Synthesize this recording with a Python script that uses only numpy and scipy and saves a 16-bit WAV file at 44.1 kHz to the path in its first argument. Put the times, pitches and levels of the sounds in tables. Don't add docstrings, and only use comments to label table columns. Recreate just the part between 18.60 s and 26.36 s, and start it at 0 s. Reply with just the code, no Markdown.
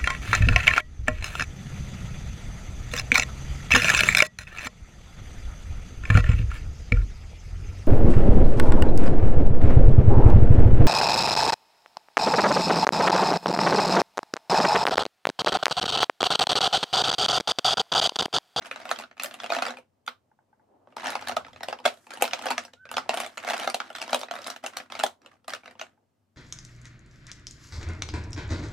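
import sys
import numpy as np
from scipy import signal
from scipy.fft import rfft, irfft, next_fast_len
from scipy.io import wavfile
from scipy.ndimage import map_coordinates

SR = 44100
rng = np.random.default_rng(int(sys.argv[2]) if len(sys.argv) > 2 else 0)


def generate_wav(sig):
    pcm = np.round(np.clip(np.atleast_2d(sig).T, -1, 1) * 32767).astype(np.int16)
    wavfile.write(sys.argv[1], SR, pcm)


N = 342216

LAG_S = 2.3e-5


def amp(db):
    return 10 ** (np.asarray(db) / 20)


def unit(x):
    return x / np.sqrt(np.mean(x ** 2) + 1e-20)


def along(points, hz):
    f, v = np.transpose(points)
    return np.interp(np.log(hz + 1), np.log(f + 1), v)


def wobble(rate):
    knots = rng.standard_normal(int(N * rate / SR) + 4)
    return map_coordinates(knots, [np.arange(N) * rate / SR], order=2)


def filtered(x, response):
    m = next_fast_len(N + 8192)
    return irfft(rfft(x, m) * response(np.fft.rfftfreq(m, 1 / SR)), m)[..., :N]


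def add(track, s, sound):
    part = track[:, max(round(s * SR), 0):][:, :sound.shape[1]]
    part += sound[:, :part.shape[1]]


def diffuse(pair):
    # (frequency [Hz], likeness [0-1])
    alike = [(60, 0.7), (280, 0.9), (640, 0), (1400, 0.4), (4000, 0.4), (12000, 0.3)]

    def mid_side_gain(hz):
        turn = np.arccos(np.clip(along(alike, hz), -1, 1)) / 2
        return np.array([np.cos(turn), np.sin(turn)])

    mid, side = filtered(pair, mid_side_gain)
    return np.array([mid + side, mid - side])


def noise(spectrum):
    white = rng.standard_normal((2, N))
    return unit(diffuse(filtered(white, lambda hz: amp(along(spectrum, hz)))))


def gestures(rows, attack_s, release_s):
    t = np.arange(0, N / SR, .001)
    db = []
    for s, length, level in rows:
        before = np.maximum(s - t, 0) / attack_s
        after = np.maximum(t - s - length, 0) / release_s
        db.append(level - 60 * (before + after))
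    return np.interp(np.arange(N) / SR, t, amp(np.max(db, axis=0)))


def ring(main_hz, low_hz, high_hz, t60, attack, main_db, scatter, lag_s, count=7):
    t = np.arange(SR // 50) / SR
    hz = low_hz * (high_hz / low_hz) ** ((np.arange(count) + rng.random(count)) / count)
    hz = np.append(main_hz, hz)[:, None]
    neighbours = rng.choice([-1, 1], count) * amp(rng.normal(0, 3.2, count))
    size = np.append(amp(main_db), neighbours)[:, None]
    life = t60 * np.exp(rng.normal(0, 0.41, hz.shape))
    skew = np.pi * hz * lag_s + scatter * rng.standard_normal(hz.shape)
    modes = size * amp(-60 * t / life) * (1 - np.exp(-t / attack))
    pair = np.array([(modes * np.sin(2 * np.pi * hz * t + side * skew)).sum(0) for side in (-1, 1)])
    return pair / np.sqrt(np.sum(pair ** 2) / (2 * .008 * SR))


def air():
    # (frequency [Hz], relative density [dB/Hz])
    air_colour = [(18, -68), (30, -42.5), (106, 1), (145, -18.5), (233, -5.5), (287, -18.5), (2540, -36.5),
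                  (3060, -35.5), (3310, -38.5), (5170, -36.5), (16000, -36)]
    return amp(-71.5) * noise(air_colour)


def drawer(effort):
    # (frequency [Hz], relative density [dB/Hz])
    rumble_colour = [(20, -18), (45, -7), (76, -1.5), (93, 7), (112, -3), (135, -6), (200, -16.5),
                     (400, -47.5)]
    # (frequency [Hz], relative density [dB/Hz])
    boom_colour = [(120, -41.5), (195, -8.5), (245, -0.5), (300, -9), (370, -7), (440, -30.5), (900, -41.5)]
    # (hold start [s], hold length [s], rumble [dB])
    leans = [(2.48, 0.3, -57), (2.72, 0.26, -52), (3.87, 0.08, -65), (4.28, 0.17, -56.5),
             (4.98, 0.055, -81.5)]
    rest_db = -68
    rumble_db, rumble_grows = -62.5, 0.36
    boom_db, boom_grows = -52.5, 0.52
    rumble = amp(rest_db) + amp(rumble_db) * effort ** rumble_grows
    rumble = rumble + gestures(leans, attack_s=.4, release_s=.32)
    boom = amp(boom_db) * effort ** boom_grows * noise(boom_colour)
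    return rumble * noise(rumble_colour) * amp([[1.8], [-1.8]]) + boom


def contact(knock_db, clack_db, snap_db, tick_db, knock_hz, clack_hz, snap_hz):
    lag_s = rng.normal(LAG_S, 1.6e-5)
    tick_hz = np.clip(9000 * 2 ** ((tick_db - snap_db) / 22), 6600, 12200)
    tick = ring(tick_hz, 6300, 13500, t60=.0055, attack=.0008, main_db=10, scatter=.4, lag_s=lag_s, count=20)
    snap = ring(snap_hz, 2900, 6500, t60=.007, attack=.0008, main_db=11, scatter=.4, lag_s=lag_s, count=10)
    clack = ring(clack_hz, 1100, 2800, t60=.01, attack=.0009, main_db=10, scatter=.38, lag_s=lag_s, count=7)
    knock = ring(knock_hz, 530, 950, t60=.0125, attack=.0018, main_db=15, scatter=.1, lag_s=lag_s, count=4)
    sound = amp(tick_db) * tick + amp(snap_db) * snap + amp(clack_db) * clack
    add(sound, .0006, amp(knock_db) * knock)
    return sound


def jostle(effort, count=80):
    # (frequency [Hz], relative density [dB/Hz])
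    slide_colour = [(300, -42.5), (600, -2), (1400, 10), (3000, -0.5), (6000, -8), (11000, -9.5),
                    (14000, -18.5), (16500, -35)]
    touches_per_s, touch_range_db = 210, 11
    slide_db, slide_grows = -45.5, 0.8
    tubes = []
    for _ in range(count):
        levels_db = rng.normal([-3, 0, -3, -12], 3)
        pitches_hz = rng.uniform([580, 1150, 2900], [950, 2600, 5800])
        tubes.append(contact(*levels_db, *pitches_hz))
    touches = np.zeros((2, N))
    for when, which, force in rng.random((touches_per_s * N // SR, 3)):
        add(touches, when * N / SR, amp(touch_range_db * force ** 2) * tubes[int(which * count)])
    slide = unit(noise(slide_colour) * amp(5.6 * wobble(220)))
    return amp(-44.0) * effort * unit(touches) + amp(slide_db) * effort ** slide_grows * slide


def crack(snap_db, tick_db, t60):
    t = np.arange(SR // 100) / SR
    burst = rng.standard_normal(len(t)) * amp(-60 * t / t60)

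    def band(lo, hi):
        sos = signal.butter(2, [lo, hi], "bandpass", fs=SR, output="sos")
        return unit(signal.sosfilt(sos, burst))

    sound = amp(snap_db) * band(900, 6000) + amp(tick_db) * band(6000, 13000)
    return np.array([np.roll(sound, rng.integers(0, 3)), sound])


def drawer_ring():
    # (frequency [Hz], relative level [dB], t60 [s])
    panel_modes = [(229, -20, .2), (248, -12, .16), (370, -21, .17), (445, -22, .12), (510, -12, .11),
                   (690, -15, .11), (910, -17, .08), (1205, -18, .07), (1315, -16, .07)]
    t = np.arange(SR // 5) / SR
    hum = np.zeros(len(t))
    for hz, db, t60 in panel_modes:
        fade = amp(db + 2 * rng.standard_normal() - 60 * t / t60)
        hum += fade * np.sin(2 * np.pi * (hz * rng.normal(1, 0.011) * t + rng.random()))
    return np.tile(hum * (1 - np.exp(-t / 0.0009)), (2, 1))


def clicks():
    # (time [s], strength [dB], bottom knock [dB re strength], cap snap [dB re strength],
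    #   edge hardness [dB re strength], knock [Hz], tube [Hz], cap [Hz]); part trims are added below
    contacts = [(0.0579, -33.5, -8, -3.5, -14, 921, 2760, 3050),
                (0.0676, -37.5, -9, -8, -11.5, 656, 2580, 3000),
                (0.1127, -17.5, -20, -15, -28, 530, 2520, 3520),
                (0.16, -24.5, -14, -11, -27, 718, 1380, 3820),
                (0.2006, -38.5, -4, -6, -18, 720, 1530, 3370),
                (0.2539, -26, -6.5, -12, -24.5, 700, 1360, 3670),
                (0.2826, -37, -5.5, -6, -19, 690, 2520, 2910),
                (0.2918, -25.5, -12, -7, -21.5, 927, 2730, 3120),
                (0.3053, -28, -14, -18, -16.5, 900, 2500, 3360),
                (0.3135, -10.5, -11, -10.5, -22.5, 682, 1283, 4000),
                (0.3606, -35.5, -15, 3, -26, 740, 1770, 3250),
                (0.3883, -25.5, -12.5, -6, -16.5, 744, 2670, 4540),
                (0.3985, -30, -3.5, -7, -17.5, 878, 2620, 4700),
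                (0.4098, -33, -8, -12, -15, 690, 1930, 3550),
                (0.4226, -30, -18.5, -12, -37, 654, 2820, 3020),
                (0.438, -28, -16, -11, -40.5, 667, 1402, 4170),
                (0.5127, -37, -14, -14, -40, 709, 2190, 3870),
                (0.5692, -40.5, -13, -15, -27, 769, 1390, 2900),
                (0.5792, -37, -14.5, -8, -25, 686, 2580, 2900),
                (0.598, -17, -24, -11.5, -28, 764, 2555, 3430),
                (0.6227, -33.5, -11.5, 2, -8.5, 706, 2460, 4620),
                (0.635, -23, -20.5, -6, -1, 595, 1400, 3830),
                (0.6444, -21.5, -9.5, -9, -23, 610, 2780, 4090),
                (0.6588, -25.5, -12.5, -5, -16, 710, 1797, 3030),
                (0.711, -31.5, -12, -6.5, -22, 670, 1716, 4270),
                (0.741, -28.5, -12, -7.5, -14, 710, 2770, 3290),
                (0.7889, -43.5, -18, -13, -24.5, 726, 1980, 3820),
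                (0.8018, -28.5, -17, 0, -31, 722, 1343, 3430),
                (0.82, -35.5, -9.5, -14, -18, 703, 1730, 3060), (0.8345, -28, -6, -7, -23, 678, 1950, 3310),
                (0.8418, -22, -7.5, -12, -27, 679, 2730, 3530),
                (0.8617, -24.5, -13.5, -8, -23.5, 579, 1390, 3250),
                (0.8952, -30.5, -8, -10.5, -27, 720, 1403, 3410),
                (0.9025, -18.5, -3.5, -7, -26.5, 671, 2480, 3750),
                (0.9214, -13.5, -6, -9, -26.5, 689, 1238, 4500),
                (0.9346, -19.5, -18, -7, -24, 990, 1170, 3980),
                (0.9491, -16.5, -17.5, -10.5, -22.5, 760, 1405, 3360),
                (0.9652, -20.5, -2, -6, -22.5, 690, 2670, 2850),
                (0.9867, -20.5, -8, -9, -25.5, 690, 1213, 3370),
                (1.0226, -11.5, -11, -10, -27, 683, 1403, 2870),
                (1.053, -20, -13, -8, -26, 860, 1387, 4550),
                (1.0653, -18.5, -8, -8.5, -23, 731, 1375, 4840),
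                (1.0824, -25.5, -7, -4, -19.5, 676, 1213, 3430),
                (1.106, -27, -4.5, -5, -21, 720, 1187, 3930),
                (1.1379, -34.5, -8.5, -19, -31.5, 717, 1350, 4050),
                (1.1705, -31, -9.5, -12, -24, 718, 2480, 3030),
                (1.1857, -38.5, -6.5, -11.5, -19.5, 580, 2410, 4100),
                (1.465, -48, -20, 5, 0, 950, 2560, 3450), (1.4777, -16, -17.5, -9.5, -26, 864, 1440, 3480),
                (2.2728, -47, 0.5, -17, -44, 564, 1100, 3190),
                (2.3242, -47.5, -5.5, -21, -34, 660, 2780, 3050),
                (2.3671, -26.5, -3, -7.5, -21, 873, 1210, 3980),
                (2.4321, -35, 1, -6, -23.5, 910, 1150, 3510),
                (2.444, -27.5, -4.5, -11, -18, 880, 1400, 2910),
                (2.4587, -17.5, -11, -8.5, -30.5, 883, 1480, 3260),
                (2.4693, -21.5, -6, -3.5, -18, 753, 1840, 4260),
                (2.4952, -28, -4, -14, -32, 783, 1316, 4250),
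                (2.5036, -26.5, -14, -3.5, -9, 940, 2280, 4100),
                (2.5211, -24.5, -10, -13, -26, 841, 1370, 3460),
                (2.5536, -18, -2.5, -8.5, -24, 856, 1260, 4050),
                (2.593, -29.5, -17.5, -14, -27.5, 760, 2190, 2900),
                (2.6124, -34, -10, -10, -18, 950, 1400, 3060),
                (2.7137, -29, -3, -6, -24.5, 880, 2230, 4230), (2.6238, -32, -2, -5, -25, 850, 1380, 2920),
                (2.6729, -20.5, -14.5, -6, -23, 701, 1740, 3800),
                (2.6848, -25, -6, -0.5, -9.5, 820, 1260, 4200),
                (2.694, -18.5, -6, -10, -28.5, 754, 1268, 2830),
                (2.721, -23.5, -8, -10, -28, 705, 1310, 4070),
                (2.7673, -12, -7.5, -10, -25, 724, 1276, 3540),
                (2.8482, -32, -14, -10.5, -39, 756, 1860, 3540),
                (2.8661, -34.5, -16, -14.5, -27, 523, 1350, 3970),
                (2.8827, -41.5, -3.5, -5.5, -25.5, 947, 1840, 3300),
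                (2.9322, -44.5, -3, -1, -18, 707, 2400, 3380),
                (2.961, -34.5, -12, -12, -43, 790, 1360, 3830),
                (3.0071, -32, -3.5, -11, -30.5, 882, 1320, 4020),
                (3.0327, -22, -10, -4.5, -18.5, 790, 2440, 3840),
                (3.0853, -24, 0, -5.5, -19, 720, 2870, 2900),
                (3.1097, -36.5, -4.5, -5, -20, 660, 2806, 3370),
                (3.1273, -20.5, -5, -9.5, -29.5, 722, 1259, 3340),
                (3.1884, -39, -1, -2.5, -21, 916, 2670, 2980),
                (3.2009, -43, 3.5, -4, -21.5, 858, 1133, 4960),
                (3.2534, -10, -9, -12.5, -29.5, 720, 1380, 3470),
                (3.2561, -12.5, -12.5, -2, -19, 710, 1278, 3400),
                (3.2603, -13, 0.5, -3.5, -14.5, 678, 1308, 3450),
                (3.2785, -21, -12, -5, -26, 683, 2546, 4440),
                (3.3408, -46.5, -11.5, -6, -9.5, 658, 1303, 3050),
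                (3.3734, -51, -4.5, -1.5, -12.5, 574, 2200, 3800),
                (3.4683, -39, -5.5, -11, -18.5, 875, 2570, 2990),
                (3.5061, -28, -14.5, -9, -18.5, 756, 2430, 3780),
                (3.5371, -31, -11, -4, -10, 527, 1563, 4800),
                (3.573, -33.5, -3, -7, -13.5, 740, 2817, 2960),
                (3.613, -27.5, -4.5, -9, -11.5, 668, 2490, 6000),
                (3.6226, -11, -1.5, -7, -7.5, 717, 2620, 2700),
                (3.6404, -20.5, -4, -4.5, -16, 855, 2735, 4070),
                (3.653, -19.5, -8.5, -8, -22, 702, 2514, 2970),
                (3.678, -26, -16, -3.5, -24, 754, 2720, 5480),
                (3.7105, -34.5, -19.5, 2, -23.5, 788, 2560, 2900),
                (3.7338, -12.5, -11.5, -6, -24.5, 732, 2464, 3820),
                (3.7744, -33, -17.5, -16, -30, 870, 1765, 3820),
                (3.7911, -31, -3.5, -4, -17, 970, 2845, 3750),
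                (3.8138, -30, -10, -14, -29.5, 675, 2530, 2860),
                (3.8227, -29.5, -13, -6, -13, 682, 1310, 3830),
                (3.857, -22, -2, -7.5, -15, 716, 1304, 2870), (3.8663, -18, -5.5, -9, -23, 728, 1500, 4800),
                (3.8854, -20.5, -12, -10, -31, 710, 2650, 4370),
                (3.9053, -19, -2, -8, -14.5, 906, 2430, 3920),
                (3.9116, -18.5, -3, -4.5, -20.5, 910, 2307, 3900),
                (3.9193, -19.5, -8, -19, -26, 907, 2610, 3330),
                (3.9803, -13, -14.5, -7, -25, 683, 1343, 3350), (4.0373, -46, -14, 1, -5, 870, 2770, 2940),
                (4.051, -38, -4, 3, -11, 720, 2720, 5120), (4.0809, -41, -13, -23, -30, 730, 1590, 4830),
                (4.1355, -45.5, -3.5, 4.5, -11, 934, 2490, 3860),
                (4.254, -33, -14, -14.5, -31, 568, 1450, 3450),
                (4.2909, -31.5, -20, -13, -41, 965, 2710, 2940),
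                (4.3147, -26, -9, -5.5, -11, 863, 1300, 2800),
                (4.3406, -24.5, -13.5, -7, -25.5, 684, 1314, 3860),
                (4.3686, -15.5, -6, -3.5, -24, 763, 1285, 2920),
                (4.381, -12.5, -12, -10, -28, 770, 1360, 2960), (4.46, -45, 2.5, -22, -37, 674, 1290, 3310),
                (4.493, -14, -2.5, -6, -22.5, 707, 2690, 3300),
                (4.5351, -23.5, -7, -13, -31, 850, 1377, 3010),
                (4.5416, -24, -0.5, -4.5, -8.5, 723, 1177, 2900),
                (4.573, -24, -3.5, -0.5, -10.5, 685, 2360, 3330),
                (4.6017, -18, -10.5, -8, -12.5, 700, 1400, 3600),
                (4.615, -26, -5, -2.5, -18, 716, 2390, 2830), (4.6346, -28, -17, -13, -20, 720, 1810, 3560),
                (4.651, -32, -25, -8, -18, 708, 1360, 2900), (4.663, -27.5, -9, -6, -13, 710, 2350, 3460),
                (4.7735, -26.5, -15, -7, -23, 540, 1300, 4250),
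                (4.7787, -20, -17.5, -18, -20, 660, 1330, 4130),
                (4.829, -33, -16, -14, -21, 643, 1720, 3380), (4.8371, -25, -14, -17, -29, 660, 1750, 3260),
                (4.8479, -27.5, -3.5, -7, -19, 736, 1480, 3750),
                (4.8776, -19.5, -12, -20, -23.5, 744, 1353, 4530),
                (4.9002, -18, -10, -5, -19, 782, 1250, 4090),
                (4.8875, -16.5, -11.5, -10, -23.5, 764, 1470, 4270),
                (4.9061, -19, -2, -6, -18, 837, 2760, 3450),
                (4.9337, -19, -8.5, -11.5, -26, 720, 1270, 3630),
                (4.9398, -19.5, -5, -9, -24, 732, 1302, 2910),
                (4.9681, -28.5, -12, -5, -17.5, 700, 1460, 5100),
                (4.9788, -27, -12, -3.5, -12, 800, 1335, 3910),
                (4.998, -25, -10, -2, -12.5, 740, 1480, 2980),
                (5.0329, -25, -13, -3, -19.5, 840, 1304, 3830),
                (5.0444, -28, -4.5, -9, -13, 690, 1320, 4600),
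                (5.0752, -14, -4.5, -9.5, -25.5, 727, 1360, 4250),
                (5.0996, -21.5, -16, -4.5, -14, 750, 1300, 4600),
                (5.1444, -18, -3, -1, -13, 715, 2770, 4110),
                (5.2022, -15.5, -18, -10.5, -30.5, 820, 1440, 3770),
                (5.3021, -28, -6.5, -11, -25.5, 710, 1390, 2900),
                (5.329, -42.5, -16, -3, -15.5, 760, 1320, 3390),
                (5.3513, -23.5, -14, -6.5, -23, 742, 1360, 3900),
                (5.3609, -32, -17, 1, -13, 704, 1330, 3420), (5.3699, -32.5, -25, -8, -19, 620, 1746, 2910),
                (5.4003, -35.5, -10.5, -2, -21, 590, 1190, 2910),
                (5.3841, -28.5, -15.5, -5, -18.5, 720, 1330, 3410),
                (5.4164, -20, -13, -6, -19, 873, 2680, 5100),
                (5.4252, -22, -10.5, -5.5, -20, 713, 2650, 4830),
                (5.4785, -32, -3, -3, -17.5, 980, 2750, 5800),
                (5.4946, -31.5, -8.5, -1, -25.5, 730, 1770, 3330),
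                (5.507, -34, -4.5, -7, -9.5, 720, 1200, 2930),
                (5.5305, -14, -1, -3.5, -20, 705, 1370, 3950),
                (5.5453, -16.5, -0.5, 0.5, -11, 687, 2524, 2830),
                (5.5928, -37, -3.5, 0, -2, 538, 1950, 4960),
                (5.6077, -40.5, -7.5, 1, -5.5, 697, 1950, 6200),
                (5.6139, -36.5, 1.5, 7.5, -7, 748, 1120, 5540),
                (5.633, -24.5, -8, -4.5, -23, 706, 1190, 3700),
                (5.685, -29.5, -11, -15, -44, 710, 1330, 3920),
                (5.7113, -19.5, -6, -8.5, -24, 700, 1405, 3200),
                (5.738, -28.5, -3, -9, -17, 677, 1180, 2900),
                (5.7539, -27.5, -7, -6.5, -18, 735, 1520, 3670),
                (5.7632, -26, -30, -19, -33, 643, 1510, 3770),
                (5.788, -29, -9, -10, -22.5, 560, 1330, 4770), (5.8182, -41, -7, 5.5, -10, 570, 1370, 5400),
                (5.8437, -35.5, -13, 4, -14, 590, 1270, 4740),
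                (5.8648, -27.5, -8.5, -6, -19, 718, 1360, 3840),
                (5.871, -27.5, -24.5, -2, -5.5, 730, 1290, 3900),
                (5.881, -23, -12, -17, -28, 677, 1290, 3680), (5.902, -27, -12, 2, -11, 765, 1360, 5500),
                (5.9623, -30.5, -11.5, -5, -18, 713, 1740, 2960),
                (6.0393, -30.5, 4, -7, -15, 687, 2640, 5850), (6.0629, -22.5, -9, -3, -12, 775, 2700, 6350),
                (6.1697, -21, -12, -2, -13.5, 714, 1410, 4400),
                (6.2008, -27, -13.5, -12, -32.5, 730, 1787, 3260),
                (6.3009, -33, -13, -14, -28, 758, 1326, 2900),
                (6.3219, -24.5, -14, -5.5, -23.5, 782, 1340, 3400),
                (6.3521, -24, -9.5, -8, -24.5, 684, 2216, 3430),
                (6.3924, -27, -5, 1.5, -10, 690, 2740, 3830),
                (6.3984, -19, -11, -4.5, -19.5, 725, 1450, 2880),
                (6.408, -21, -19.5, -15, -30, 714, 1360, 2850),
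                (6.4364, -16.5, 3.5, 0, -10.5, 663, 1687, 3370),
                (6.4639, -22, -11, -3, -16, 707, 1365, 6050), (6.618, -50.5, -20, -6, -22, 808, 1305, 4530),
                (6.648, -49, -12, -12, -31, 690, 1150, 5070),
                (6.6613, -36.5, -16, -5, -20.5, 544, 2730, 2900),
                (6.845, -51, -12, -5, -18.5, 870, 1320, 3400),
                (6.8807, -24, -8.5, -9, -14.5, 700, 1830, 4080),
                (6.8955, -34, -25, 3, -12.5, 715, 2760, 4870),
                (6.9037, -27.5, -29, -5, -18, 706, 1515, 4100),
                (6.936, -18.5, -15, -8, -24, 597, 1350, 4700),
                (6.949, -29.5, -22, -5.5, -17, 960, 2760, 2930),
                (7.0345, -39.5, -10, -24, -43, 650, 2320, 2920),
                (7.0583, -31.5, -17, -11.5, -29.5, 700, 2760, 3030),
                (7.0783, -32.5, -11, -11, -35, 640, 1570, 3900),
                (7.1109, -40.5, -12, -10, -19, 690, 1520, 3670),
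                (7.1532, -51.5, 1, -6, -31, 980, 2750, 2880),
                (7.1955, -28.5, -20, -5, -26, 684, 1320, 3300),
                (7.2135, -20.5, -9.5, -9.5, -28, 770, 2700, 3360),
                (7.3318, -65.5, -6, -13, -26, 960, 1566, 3930)]
    knock_trim_db, clack_trim_db, snap_trim_db, tick_trim_db = -5, -10.5, -5.5, 4
    lead_min_s, lead_max_s, lead_db = 0.0008, 0.0026, -13.5
    rebound_min_s, rebound_max_s, rebound_db = .004, .016, -15.5
    hum_db, hum_grows, firm_knock_db = -34.5, 0.66, -33
    track = np.zeros((2, N))
    for s, db, weight_db, cap_db, hard_db, knock_hz, tube_hz, cap_hz in contacts:
        knock_db, clack_db = db + weight_db + knock_trim_db, db + clack_trim_db
        snap_db, tick_db = db + cap_db + snap_trim_db, db + hard_db + tick_trim_db
        lead_s = rng.uniform(lead_min_s, lead_max_s)
        rebound_s = rng.uniform(rebound_min_s, rebound_max_s)
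        blow = contact(knock_db, clack_db, snap_db, tick_db, knock_hz, tube_hz, cap_hz)
        edge = crack(snap_db, tick_db, t60=0.007)
        add(track, s - lead_s, amp(lead_db) * edge)
        add(track, s, amp(-13.5) * edge)
        add(track, s, amp(-3.5) * blow)
        add(track, s + rebound_s, amp(rebound_db) * blow)
        add(track, s, amp(hum_db + hum_grows * (knock_db - firm_knock_db)) * drawer_ring())
    return track


def near_echoes(x, t60):
    echoes_per_s = 3000
    t = np.arange(SR // 20) / SR
    fade = amp(-60 * t / t60) * np.clip(t / 0.0013 - 1, 0, 1)
    wet, step = np.zeros((2, N)), SR // 25
    for i in range(0, N, step):
        signs = rng.choice([-1, 1], (2, len(t)))
        walls = fade * signs * (rng.random((2, len(t))) < echoes_per_s / SR)
        walls = walls / np.linalg.norm(walls, axis=1, keepdims=True)
        add(wet, i / SR, signal.fftconvolve(x[:, i:i + step], walls, axes=1))
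    return wet


def room(x, early_t60, late_t60, late_db, treble_lingers, count=11):
    t = np.arange(SR * 3 // 10) / SR
    edges = np.geomspace(400, 16000, count + 1)
    wet = np.zeros((2, N))
    for band in zip(edges, edges[1:]):
        band_t60 = late_t60 * (band[0] / 2000) ** treble_lingers
        decay = amp(-120 * t / early_t60) + amp(2 * late_db - 120 * t / band_t60)
        decay = decay * np.clip(t / 0.004 - 1, 0, 1)
        sos = signal.butter(4, band, "bandpass", fs=SR, output="sos")
        power = np.mean(signal.sosfilt(sos, x) ** 2, axis=0)
        energy = signal.fftconvolve(power, decay / decay.sum())[:N]
        wet += np.sqrt(np.abs(energy)) * unit(signal.sosfilt(sos, rng.standard_normal((2, N))))
    return wet


def thuds():
    # (time [s], level before the 7 dB lift [dB])
    presses = [(0.415, -49), (0.969, -37), (1.091, -42), (2.467, -37), (2.845, -51), (3.905, -30.5),
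               (4.494, -39)]
    thud_hz, thud_t60_s, thud_attack_s = 255, .13, 0.0077
    track, t = np.zeros((2, N)), np.arange(SR // 5) / SR
    for s, db in presses:
        mode = np.sin(2 * np.pi * thud_hz * rng.normal(1, .02) * t) * (1 - np.exp(-t / thud_attack_s))
        add(track, s, np.tile(amp(db + 7 - 60 * t / thud_t60_s) * mode, (2, 1)))
    return track


def sleeve():
    # (hold start [s], hold length [s], level [dB])
    swishes = [(1.3, 0.42, -79.5), (1.84, .15, -76), (2.05, 0.36, -68), (6.62, 0.052, -68),
               (7.28, 0.11, -77.5), (7.48, 0.069, -81.5)]
    # (frequency [Hz], relative density [dB/Hz])
    fleece = [(120, -24.5), (250, 7.5), (400, 3.5), (900, -1), (1300, -12), (2500, -28.5), (6000, -37.5),
              (16000, -43.5)]
    return gestures(swishes, attack_s=.5, release_s=0.7) * amp(2.8 * wobble(31)) * noise(fleece)


def taps():
    # (time [s], level before the -3.5 dB trim [dB])
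    soft_contacts = [(1.715, -62), (1.789, -60), (1.929, -59), (1.996, -62.5), (7.376, -69)]
    low_hz, high_hz, high_db = 864, 1550, -4.5
    track = np.zeros((2, N))
    for s, db in soft_contacts:
        low = ring(low_hz, 650, 1000, t60=0.039, attack=0.0011, main_db=22, scatter=0.27, lag_s=LAG_S, count=4)
        high = ring(high_hz, 1100, 2324, t60=0.02, attack=0.00079, main_db=19, scatter=0.4,
                    lag_s=LAG_S, count=5)
        add(track, s, amp(db - 3.5) * (low + amp(high_db) * high))
    return track


def glides():
    # (hold start [s], hold length [s], level [dB])
    glide_moves = [(3.34, 0.14, -63.5), (4.69, 0.079, -65), (6.725, .025, -78)]
    # (frequency [Hz], relative density [dB/Hz])
    glide_colour = [(2500, -32), (5500, -3), (8000, -2), (13000, -3), (16000, -16.5)]
    return gestures(glide_moves, attack_s=.12, release_s=.12) * amp(2 * wobble(60)) * noise(glide_colour)


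def squeak():
    # (time [s], frequency [Hz])
    pitch = [(4.16, 1377), (4.185, 1460), (4.21, 1518), (4.24, 1525), (4.275, 1595), (4.3, 1530),
             (4.34, 1470)]
    # (hold start [s], hold length [s], level [dB])
    rubs = [(4.176, 0.0068, -59), (4.205, 0.0091, -47), (4.235, 0.0067, -48), (4.268, 0.0099, -53),
            (4.299, .012, -49), (4.325, .01, -61)]
    hz = np.interp(np.arange(N) / SR, *np.transpose(pitch))
    phase = 2 * np.pi * np.cumsum(hz * (1 + 0.01 * wobble(260))) / SR
    octave = amp(-33 + 3 * wobble(50)) * np.sin(2 * phase)
    tone = (np.sin(phase) + octave) * amp(3 * wobble(140))
    return tone * gestures(rubs, attack_s=0.061, release_s=0.073)


def scene():
    # (hold start [s], hold length [s], effort [dB])
    strokes = [(0.02, 0.056, -51.5), (0.135, 0.28, -51.5), (0.61, 0.071, -48.5), (0.72, 0.32, -56.5),
               (0.90, 0.19, -39), (2.29, 0.03, -73), (2.38, 0.092, -44.5), (2.45, 0.082, -36.5),
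               (2.61, 0.1, -48), (2.82, 0.22, -65), (3.03, 0.11, -57.5), (3.24, 0.054, -48),
               (3.36, .08, -72), (3.50, 0.4, -49), (3.608, 0.043, -38), (3.66, 0.36, -54),
               (3.83, 0.083, -39.5), (4.3, 0.38, -59.5), (4.5, 0.14, -40), (4.67, 0.054, -55.5),
               (4.8, 0.14, -48), (4.87, 0.19, -36.5), (5.14, 0.07, -77), (5.24, 0.032, -48.5),
               (5.36, 0.1, -47.5), (5.49, 0.0612, -44), (5.59, 0.028, -50.5), (5.72, 0.2, -47.5),
               (6.04, 0.0049, -38), (6.13, 0.086, -52.5), (6.31, 0.095, -48), (6.62, 0.065, -71.5),
               (6.715, 0.023, -68), (6.89, 0.046, -48), (7.04, 0.078, -63), (7.17, 0.12, -71)]
    firm_db = -42
    effort = gestures(strokes, attack_s=0.026, release_s=0.18) / amp(firm_db)
    pile = clicks() + taps() + jostle(effort)
    echoes = amp(-7.5) * near_echoes(pile, t60=.055)
    wash = room(pile, early_t60=0.16, late_t60=0.16, late_db=-11.0, treble_lingers=.15)
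    reflected = diffuse(echoes + amp(-10.5) * wash)
    return pile + reflected + squeak() + glides() + drawer(effort) + thuds() + sleeve() + air()


def record(dry):
    # (frequency [Hz], gain [dB])
    microphone = [(20, -16), (60, -18.5), (120, -8.5), (220, -3.5), (430, 0.5), (650, 4.5), (1050, 1.5),
                  (1400, 0.5), (3000, 0), (8000, -4.5), (10000, -7.5), (13000, -10.5), (14500, -7.5),
                  (16000, -18.5)]
    # (frequency [Hz], difference [dB])
    balance = [(300, 1), (700, -0.5), (950, 3), (1200, -6), (1700, -1), (2300, 1), (3300, -1), (8000, 0)]
    top_hz = 16200

    def response(hz):
        sides_db = along(balance, hz) * np.array([[.5], [-.5]])
        return amp(along(microphone, hz) + sides_db) * (hz < top_hz)

    return filtered(dry, response)


dry = scene()
out = record(dry)
generate_wav(out)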